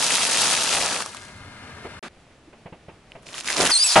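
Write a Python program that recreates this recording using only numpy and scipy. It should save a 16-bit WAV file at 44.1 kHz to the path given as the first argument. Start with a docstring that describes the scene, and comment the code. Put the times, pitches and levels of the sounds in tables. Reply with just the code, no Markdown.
"""On asphalt, a stereo microphone close to the wheel. A car tyre rolls slowly over a heap of popcorn, breaking
thousands of kernels, and the car creeps on, idling. At 2 s, after a brief silence, the scene changes: the car
is heard from further off, with a few dull knocks. Just after 3 s it rolls onto a foil balloon: the foil
crackles, air hisses and squeals out through a leak, and just before 4 s the balloon bursts."""
import sys
import numpy as np
from scipy import signal
from scipy.fft import rfft, irfft, next_fast_len
from scipy.io import wavfile
from scipy.ndimage import map_coordinates

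SR = 44100
rng = np.random.default_rng(int(sys.argv[2]) if len(sys.argv) > 2 else 0)


def master_out(mix):
    """Clip the mix to full scale and print it as 16-bit PCM to the path in sys.argv[1]."""
    frames = np.transpose(np.atleast_2d(mix))
    ceiling = np.clip(frames, -1, 1)
    pcm = np.round(ceiling * 32767).astype(np.int16)
    wavfile.write(sys.argv[1], SR, pcm)


N = 176400
T = np.arange(N) / SR
SIDES = np.array([[.5], [-.5]])  # splits a difference between left and right
TOP_HZ = 11200
SILENT_FROM_S, SILENT_TO_S = 1.994, 2.027


def amp(db):
    """Decibels to gain."""
    return 10 ** (np.asarray(db) / 20)


def unit(x):
    """Scale to rms 1."""
    return x / np.sqrt(np.mean(x ** 2) + 1e-20)


def along(points, hz):
    """Read (frequency, value) points on a log axis."""
    freqs, values = np.transpose(points)
    return np.interp(np.log(hz + 1), np.log(freqs + 1), values)


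def curves(rows):
    """One value per sample for each column after the time."""
    times, *columns = np.transpose(rows)
    return [np.interp(T, times, column) for column in columns]


def between(start, end=np.inf):
    """A gate with millisecond edges."""
    return np.clip(np.minimum(T - start, end - T) * 1000, 0, 1)


def wobble(rate):
    """A smooth random curve, rate knots a second."""
    return map_coordinates(rng.standard_normal(N // 8), [T * rate], mode="wrap")


def filtered(x, response):
    """Apply a frequency response to x."""
    size = next_fast_len(N + SR // 4)
    return irfft(rfft(x, size) * response(np.fft.rfftfreq(size, 1 / SR)), size)[..., :N]


def pan(left_db):
    """Left and right gains, the left louder by left_db."""
    return amp(SIDES * left_db)


def leading(x, lead_s):
    """A source off to the left reaches the left microphone first."""
    return filtered(x, lambda hz: np.exp(2j * np.pi * hz * lead_s * SIDES))


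# How alike the two microphones hear the street: (frequency [Hz], correlation [0-1])
LIKENESS = [(100, 1), (1000, 0.93), (2000, 0.76), (4000, 0.46), (10000, 0.42)]
def spread(pair):
    """Two unrelated signals become left and right, alike in the bass."""
    turn = lambda hz: np.arccos(along(LIKENESS, hz)) / 2
    mid, side = filtered(pair, lambda hz: np.array([np.cos(turn(hz)), np.sin(turn(hz))]))
    return np.array([mid + side, mid - side])


def noise(tone, envelope=1):
    """Coloured stereo noise of rms 1; tone lists (frequency [Hz], level [dB])."""
    white = envelope * rng.standard_normal((2, N))
    return unit(spread(filtered(white, lambda hz: amp(along(tone, hz)))))


def underbody(x, echo_db=-6, echo_s=0.0048):
    """The direct sound and its quick scatter between road, tyre and car floor."""
    t = np.arange(SR // 25) / SR
    shared, left, right = rng.standard_normal((3, len(t))) * np.exp(-t / echo_s)
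    echo = shared + 0.69 * np.diff([left, right], prepend=0)
    echo *= amp(echo_db) / np.linalg.norm(shared) / np.sqrt(2)
    echo[:, 0] = 1  # straight to the microphone
    return signal.fftconvolve(x, echo, axes=1)[:, :N]


def crackle(tone, rate, size_db, life_s, bed=0.24):
    """A stream of quickly dying puffs of uneven size, rate a second, over a bed of steady noise."""
    size = amp(size_db * np.minimum(rng.exponential(size=N), 4))
    hits = (rng.random(N) < rate / SR) * size ** 2
    power = signal.lfilter([1], [1, -np.exp(-2 / (life_s * SR))], hits)
    envelope = np.sqrt(power + bed * power.mean())
    return unit(underbody(noise(tone, envelope)))


def snaps(rows, rise_cycles, crack, crack_s, low_cut_hz=400):
    """Each snap is a few cycles at its pitch and a broad crack."""
    ring, puff = np.zeros(N), np.zeros(N)
    t = np.arange(SR // 40) / SR
    for at, db, hz in rows:
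        i = round(at * SR)
        age = t * hz / rise_cycles
        ring[i:i + len(t)] += amp(db) * np.sin(2 * np.pi * hz * t) * age * np.exp(1 - age)
        puff[i:i + len(t)] += amp(db) * crack * np.exp(-t / crack_s)
    ring = filtered(ring, lambda hz: 1j * hz / (1j * hz + low_cut_hz))
    cracks = puff * noise([(100, -38), (1500, -1.5), (11000, 0.5)])
    return underbody(ring + cracks, echo_db=-7.5)


# The engine from further off: (frequency [Hz], level [dB])
FAR_SPECTRUM = [(25, -5.5), (110, -3.5), (650, -10.5), (1000, -16), (2400, -18), (11000, -34)]
def car_far(end_s=3.715):
    """The quiet idle of the car further off, no longer heard once the loud squeal and hiss begin."""
    return amp(-53 + 0.95 * wobble(15)) * noise(FAR_SPECTRUM) * between(SILENT_TO_S, end_s)


# The car passing close to the microphone: (time [s], rumble [dB], whirr [dB])
NEAR_LEVELS = [(1.15, -56.5, -45.5), (1.36, -45.5, -46.5), (1.62, -49, -43.5), (1.88, -49.5, -42)]
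# The engine's whirr at close range: (frequency [Hz], level [dB])
WHIRR_SPECTRUM = [(90, -32), (200, -0.5), (400, -9), (620, -7.5), (1640, -7), (3360, -15.5), (11000, -30)]
# Its thin whines: (frequency [Hz], level [dB])
ENGINE_WHINES = [(1416, -55.5), (1626, -54.5), (1852, -65), (2126, -53), (4307, -57.5)]
def car_near():
    """The idling car close by: exhaust rumble, and the engine's whirr and unsteady whines to the left."""
    rumble_db, whirr_db = curves(NEAR_LEVELS)
    rumble = amp(rumble_db) * noise([(40, -16), (85, -3.5), (135, -7), (200, -16), (500, -38.5)])
    fade_in = np.minimum(T / NEAR_LEVELS[0][0], 1)
    whirr = amp(whirr_db) * crackle(WHIRR_SPECTRUM, rate=1700, size_db=1.5, life_s=0.0068)
    whines = sum(amp(db) * np.sin(2 * np.pi * hz * T + 1.3 * wobble(24.74)) for hz, db in ENGINE_WHINES)
    engine = leading(whirr + whines, lead_s=0.00008) * pan(3.4)
    return (rumble * fade_in + engine) * between(0, SILENT_FROM_S)


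def rush(end_s=2.085, fall_db_per_s=88):
    """A short rush of noise, coloured like the whirr, ends the silence."""
    level_db = -34 - fall_db_per_s * np.abs(T - SILENT_TO_S)
    return amp(level_db) * noise(WHIRR_SPECTRUM) * between(SILENT_TO_S, end_s)


# Dull knocks from the car, near the centre: (time [s], thump [dB], rattle [dB])
CAR_KNOCKS = [(1.847, -40, -31), (2.527, -55, -42.5), (2.657, -30, -34.5), (2.724, -30.5, -37.5),
              (2.883, -33.5, -36), (3.151, -34, -36.5)]
# Their rattle: (frequency [Hz], level [dB])
RATTLE_SPECTRUM = [(50, -8), (700, 3.5), (1400, -12), (2700, -9.5), (6000, -51)]
# Short hollow tones: (time [s], level [dB], pitch [Hz], length [s])
HOLLOW_TONES = [(1.84, -35.5, 440, 0.039), (2.47, -42, 367.6, 0.025)]
def knocks(thump_hz=170, thump_s=0.005, rise_s=0.0024, rattle_s=0.019):
    """Each knock is a low push and a dull rattle; two hollow tones sound among them."""
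    thump, rattle, hollow = np.zeros((3, N))
    for at, thump_db, rattle_db in CAR_KNOCKS:
        t = np.maximum(T - at, 0)
        thump -= amp(thump_db) * np.sin(2 * np.pi * thump_hz * t) * np.exp(-t / thump_s)
        rattle += amp(rattle_db) * (1 - np.exp(-t / rise_s)) * np.exp(-t / rattle_s)
    for at, db, hz, length in HOLLOW_TONES:
        swell = np.sin(np.pi * np.clip((T - at) / length, 0, 1))
        hollow += amp(db) * swell * np.sin(2 * np.pi * hz * T + 2.1 * wobble(90))
    return (thump + rattle * noise(RATTLE_SPECTRUM)) * pan(-0.92) + hollow


def crumbs(crush_db, end_s, count=400, low_hz=1900, high_hz=10000, scatter_db=3):
    """Random kernels tick, each at its own pitch, following the level of the crush."""
    when, pitch = rng.random((count, 2)).T
    at = when * end_s
    hz = low_hz * (high_hz / low_hz) ** pitch
    db = np.interp(at, T, crush_db) + scatter_db * rng.standard_normal(count).clip(-2, 2)
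    return snaps(zip(at, db, hz), rise_cycles=0.41, crack=0.85, crack_s=0.00031)


# Clumps of popcorn, hollower under the full weight: (time [s], level [dB], pitch [Hz], half length [s])
KERNEL_CLUMPS = [(0.206, -25.5, 1120, 0.012), (0.23, -30, 2720, 0.04), (0.387, -27.5, 3280, 0.018),
                 (0.595, -26, 3080, 0.02), (0.725, -32, 3630, 0.06), (0.8, -30.5, 710, 0.08)]
def clumps(edge_db=-15):
    """Kernels give way together in a brief swell of cracks, mostly within an octave of one pitch."""
    cracks = np.zeros((2, N))
    for at, db, hz, half_s in KERNEL_CLUMPS:
        tone = [(hz / 2, edge_db), (hz, 0), (2 * hz, edge_db), (TOP_HZ, 2 * edge_db)]
        swell = np.exp(-((T - at) / half_s) ** 2)
        cracks += amp(db) * swell * crackle(tone, rate=350, size_db=0, life_s=0.0015)
    return cracks


# The heap under the tread, close up: (time [s], crisp treble [dB], crunching middle [dB])
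CRUSH_LEVELS = [(0.0, -20.5, -31.5), (0.45, -19, -29.5), (0.62, -21, -30), (0.85, -23, -32.5),
                (1.01, -29, -31.5), (1.045, -39.5, -46), (1.3, -49, -62)]
# Those two bands: (frequency [Hz], level [dB])
CRISP_SPECTRUM = [(250, -44), (1500, -9.5), (3400, -1), (5900, -4.5), (11000, -6)]
CRUNCH_SPECTRUM = [(45, -46), (130, -6), (350, -7), (750, 1.5), (1700, -5.5), (3500, -39)]
# Single kernels breaking: (time [s], level [dB], pitch [Hz])
KERNEL_SNAPS = [(0.0262, -9, 3000), (0.0658, -10, 6000), (0.3193, -14.5, 1920), (0.5017, -21, 5000),
                (0.947, -18.5, 3930), (1.0045, -17, 1140), (1.0235, -19, 1450), (1.0612, -21, 1150),
                (1.1475, -25.5, 1190), (1.1698, -24.5, 2500)]
def popcorn():
    """Thousands of kernels break against the asphalt, drifting slightly left with the tyre."""
    crisp_db, crunch_db = curves(CRUSH_LEVELS)
    uneven_db = 1.28 * wobble(45.24)
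    crisp = amp(crisp_db + uneven_db) * crackle(CRISP_SPECTRUM, rate=2000, size_db=1, life_s=0.00015)
    crunch = amp(crunch_db + uneven_db) * crackle(CRUNCH_SPECTRUM, rate=900, size_db=1, life_s=0.0011)
    kernels = snaps(KERNEL_SNAPS, rise_cycles=0.51, crack=1.22, crack_s=0.00075)
    fade = np.clip((1.45 - T) / 0.15, 0, 1)
    heap = (crisp + crunch) * fade + clumps() + kernels + 2 * crumbs(crisp_db, CRUSH_LEVELS[-1][0])
    return heap * pan(0.5 + 1.1 * T.clip(0, 1.2))


# Foil under the tyre, close up: (time [s], treble [dB], middle [dB], low crumpling [dB])
FOIL_LEVELS = [(3.22, -77, -56, -56), (3.27, -42, -57, -49.5), (3.32, -46, -44.5, -49.5),
               (3.385, -29.5, -33.5, -46.5), (3.428, -45, -47, -53), (3.484, -26, -26.5, -42),
               (3.555, -26.5, -31.5, -39), (3.604, -20, -23, -22), (3.645, -22.5, -18, -22.5),
               (3.675, -26, -20.5, -31), (3.706, -26.5, -17, -35), (3.73, -35, -34, -58),
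               (3.83, -36.5, -49, -59), (3.945, -39.5, -27.5, -58)]
# Those three bands: (frequency [Hz], level [dB])
TREBLE_SPECTRUM = [(1400, -18.5), (2400, -1.5), (7000, -4), (11000, -12.5)]
MIDDLE_SPECTRUM = [(400, -25), (900, -0.5), (1400, 1), (2200, -2), (3500, -7)]
LOW_SPECTRUM = [(30, -22), (170, -0.5), (600, 0), (1400, -10.5), (3000, -32)]
# Single creases snapping: (time [s], level [dB], pitch [Hz])
CREASE_SNAPS = [(3.1194, -28, 2620), (3.268, -30, 2420), (3.2886, -28, 2440), (3.3425, -21, 3320),
                (3.4732, -22, 2070), (3.486, -12, 2100), (3.5017, -12, 1900), (3.5296, -20, 2260),
                (3.5626, -19, 1130), (3.381, -23, 3530), (3.6626, -7.5, 3030), (3.6942, -14, 1480)]
def foil():
    """The tread creases the foil, and crumples it deeply as the weight comes on."""
    treble_db, middle_db, low_db = curves(FOIL_LEVELS)
    treble = amp(treble_db) * crackle(TREBLE_SPECTRUM, rate=510, size_db=4, life_s=0.00018, bed=0.26)
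    middle = amp(middle_db) * crackle(MIDDLE_SPECTRUM, rate=950, size_db=3.5, life_s=0.0013)
    low = amp(low_db) * crackle(LOW_SPECTRUM, rate=850, size_db=2.5, life_s=0.0016)
    creases = snaps(CREASE_SNAPS, rise_cycles=0.83, crack=0.43, crack_s=0.00022)
    return ((treble + middle + low) * between(FOIL_LEVELS[0][0]) + creases) * pan(-0.66)


# Air escaping in front of the microphone: (time [s], level [dB])
HISS_LEVELS = [(3.68, -58), (3.715, -26.5), (3.86, -23), (3.945, -18.5), (4.0, -76)]
# Its colour: (frequency [Hz], level [dB])
HISS_SPECTRUM = [(250, -33), (700, -8), (2000, -9.5), (4500, 2.5), (7000, -1), (11000, -6)]
def hiss():
    """Air hisses out through a slit in the squeezed balloon."""
    hiss_db, = curves(HISS_LEVELS)
    return amp(hiss_db + 1.2 * wobble(200)) * noise(HISS_SPECTRUM) * between(HISS_LEVELS[0][0])


# The slit under the car: (time [s], pitch [Hz], fundamental [dB], octave [dB], roughness [0-1])
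SQUEAL_TRACK = [(3.701, 5310, -39, -55, 0.7), (3.715, 5090, -21, -25, 0.52), (3.722, 4530, -16, -32, 0.09),
                (3.74, 4280, -15, -23.5, 0.09), (3.75, 4130, -21.5, -23.5, 0.1),
                (3.766, 4246, -14.5, -22, 0.08), (3.796, 4553, -22.5, -27, 0.1),
                (3.839, 5100, -16, -26.5, 0.03), (3.844, 5300, -40, -34, 0.16),
                (3.865, 5165, -34, -29, 0.08), (3.873, 5340, -27, -25, 0.4), (3.905, 4865, -19, -32, 0.74),
                (3.945, 4300, -40, -58, 0.7)]
# Its lips vibrating at half their rate: (start [s], end [s], level [dB])
HALF_RATE_SPELLS = [(3.745, 3.758, -29), (3.84, 3.87, -19)]
def squeal(flutter_hz=450, undertone_db=-13):
    """The lips of the slit squeal in the escaping air, twice drop to half their rate, then flutter."""
    hz, first_db, octave_db, rough = curves(SQUEAL_TRACK)
    unsteady_hz = hz + flutter_hz * rough * wobble(1100) + 35 * wobble(150)
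    phase = 2 * np.pi * np.cumsum(unsteady_hz) / SR
    first = amp(first_db + 1.7 * wobble(250)) * np.sin(phase + 0.2 * wobble(900) + 1.1 * SIDES)
    octave = amp(octave_db + 2.7 * wobble(500)) * np.sin(2 * phase + 0.5 * wobble(1600) + 0.95 * SIDES)
    halving = sum(amp(db) * between(start, end) for start, end, db in HALF_RATE_SPELLS)
    half_tones = np.sin(3 * phase / 2) + amp(undertone_db) * np.sin(phase / 2)
    lips = first * pan(2) + octave * pan(-2.2) + halving * amp(2.1 * wobble(400)) * half_tones
    return underbody(np.sqrt(2) * lips * between(SQUEAL_TRACK[0][0], BURST_S), echo_db=-7)


BURST_S = 3.9568
# Resonances of the gap between tyre and road: (frequency [Hz], width [Hz], level [dB])
GAP_MODES = [(185, 120, -6.5), (444, 210, -4), (625, 81, 1), (764, 160, 5.5), (1243, 160, -6.5),
             (2660, 250, -15)]
def burst(boom_db=-7, fall_db_per_s=168, swell_s=0.0038, tear_db=-15, tear_s=0.018):
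    """Close to the microphone the seam tears open, and the air booms between tyre and road."""
    def gap(hz):
        return sum(amp(db) * 1j * hz * width / (centre ** 2 - hz ** 2 + 1j * hz * width)
                   for centre, width, db in GAP_MODES)
    t = np.maximum(T - BURST_S, 0)
    air = unit(filtered(spread(rng.standard_normal((2, N))), gap))
    envelope = amp(boom_db - fall_db_per_s * t) * (1 - np.exp(-t / swell_s))
    boom = envelope * unit(np.tanh(0.46 * air))
    tear = amp(tear_db) * np.exp(-t / tear_s) * noise([(50, -20), (200, 5.5), (3000, 10), (6000, -19)])
    return (T > BURST_S) * (boom + tear) * pan(1)


def scene():
    """From the roadside: popcorn first, then the balloon, with the car behind both."""
    return popcorn() + car_near() + rush() + car_far() + knocks() + foil() + squeal() + hiss() + burst()


def record(dry):
    """The recorder clips at full scale and keeps nothing above its band limit."""
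    return filtered(np.clip(dry, -1, 1), lambda hz: np.clip((TOP_HZ - hz) / 200 + 0.5, 0, 1))


dry = scene()
out = record(dry)
master_out(out)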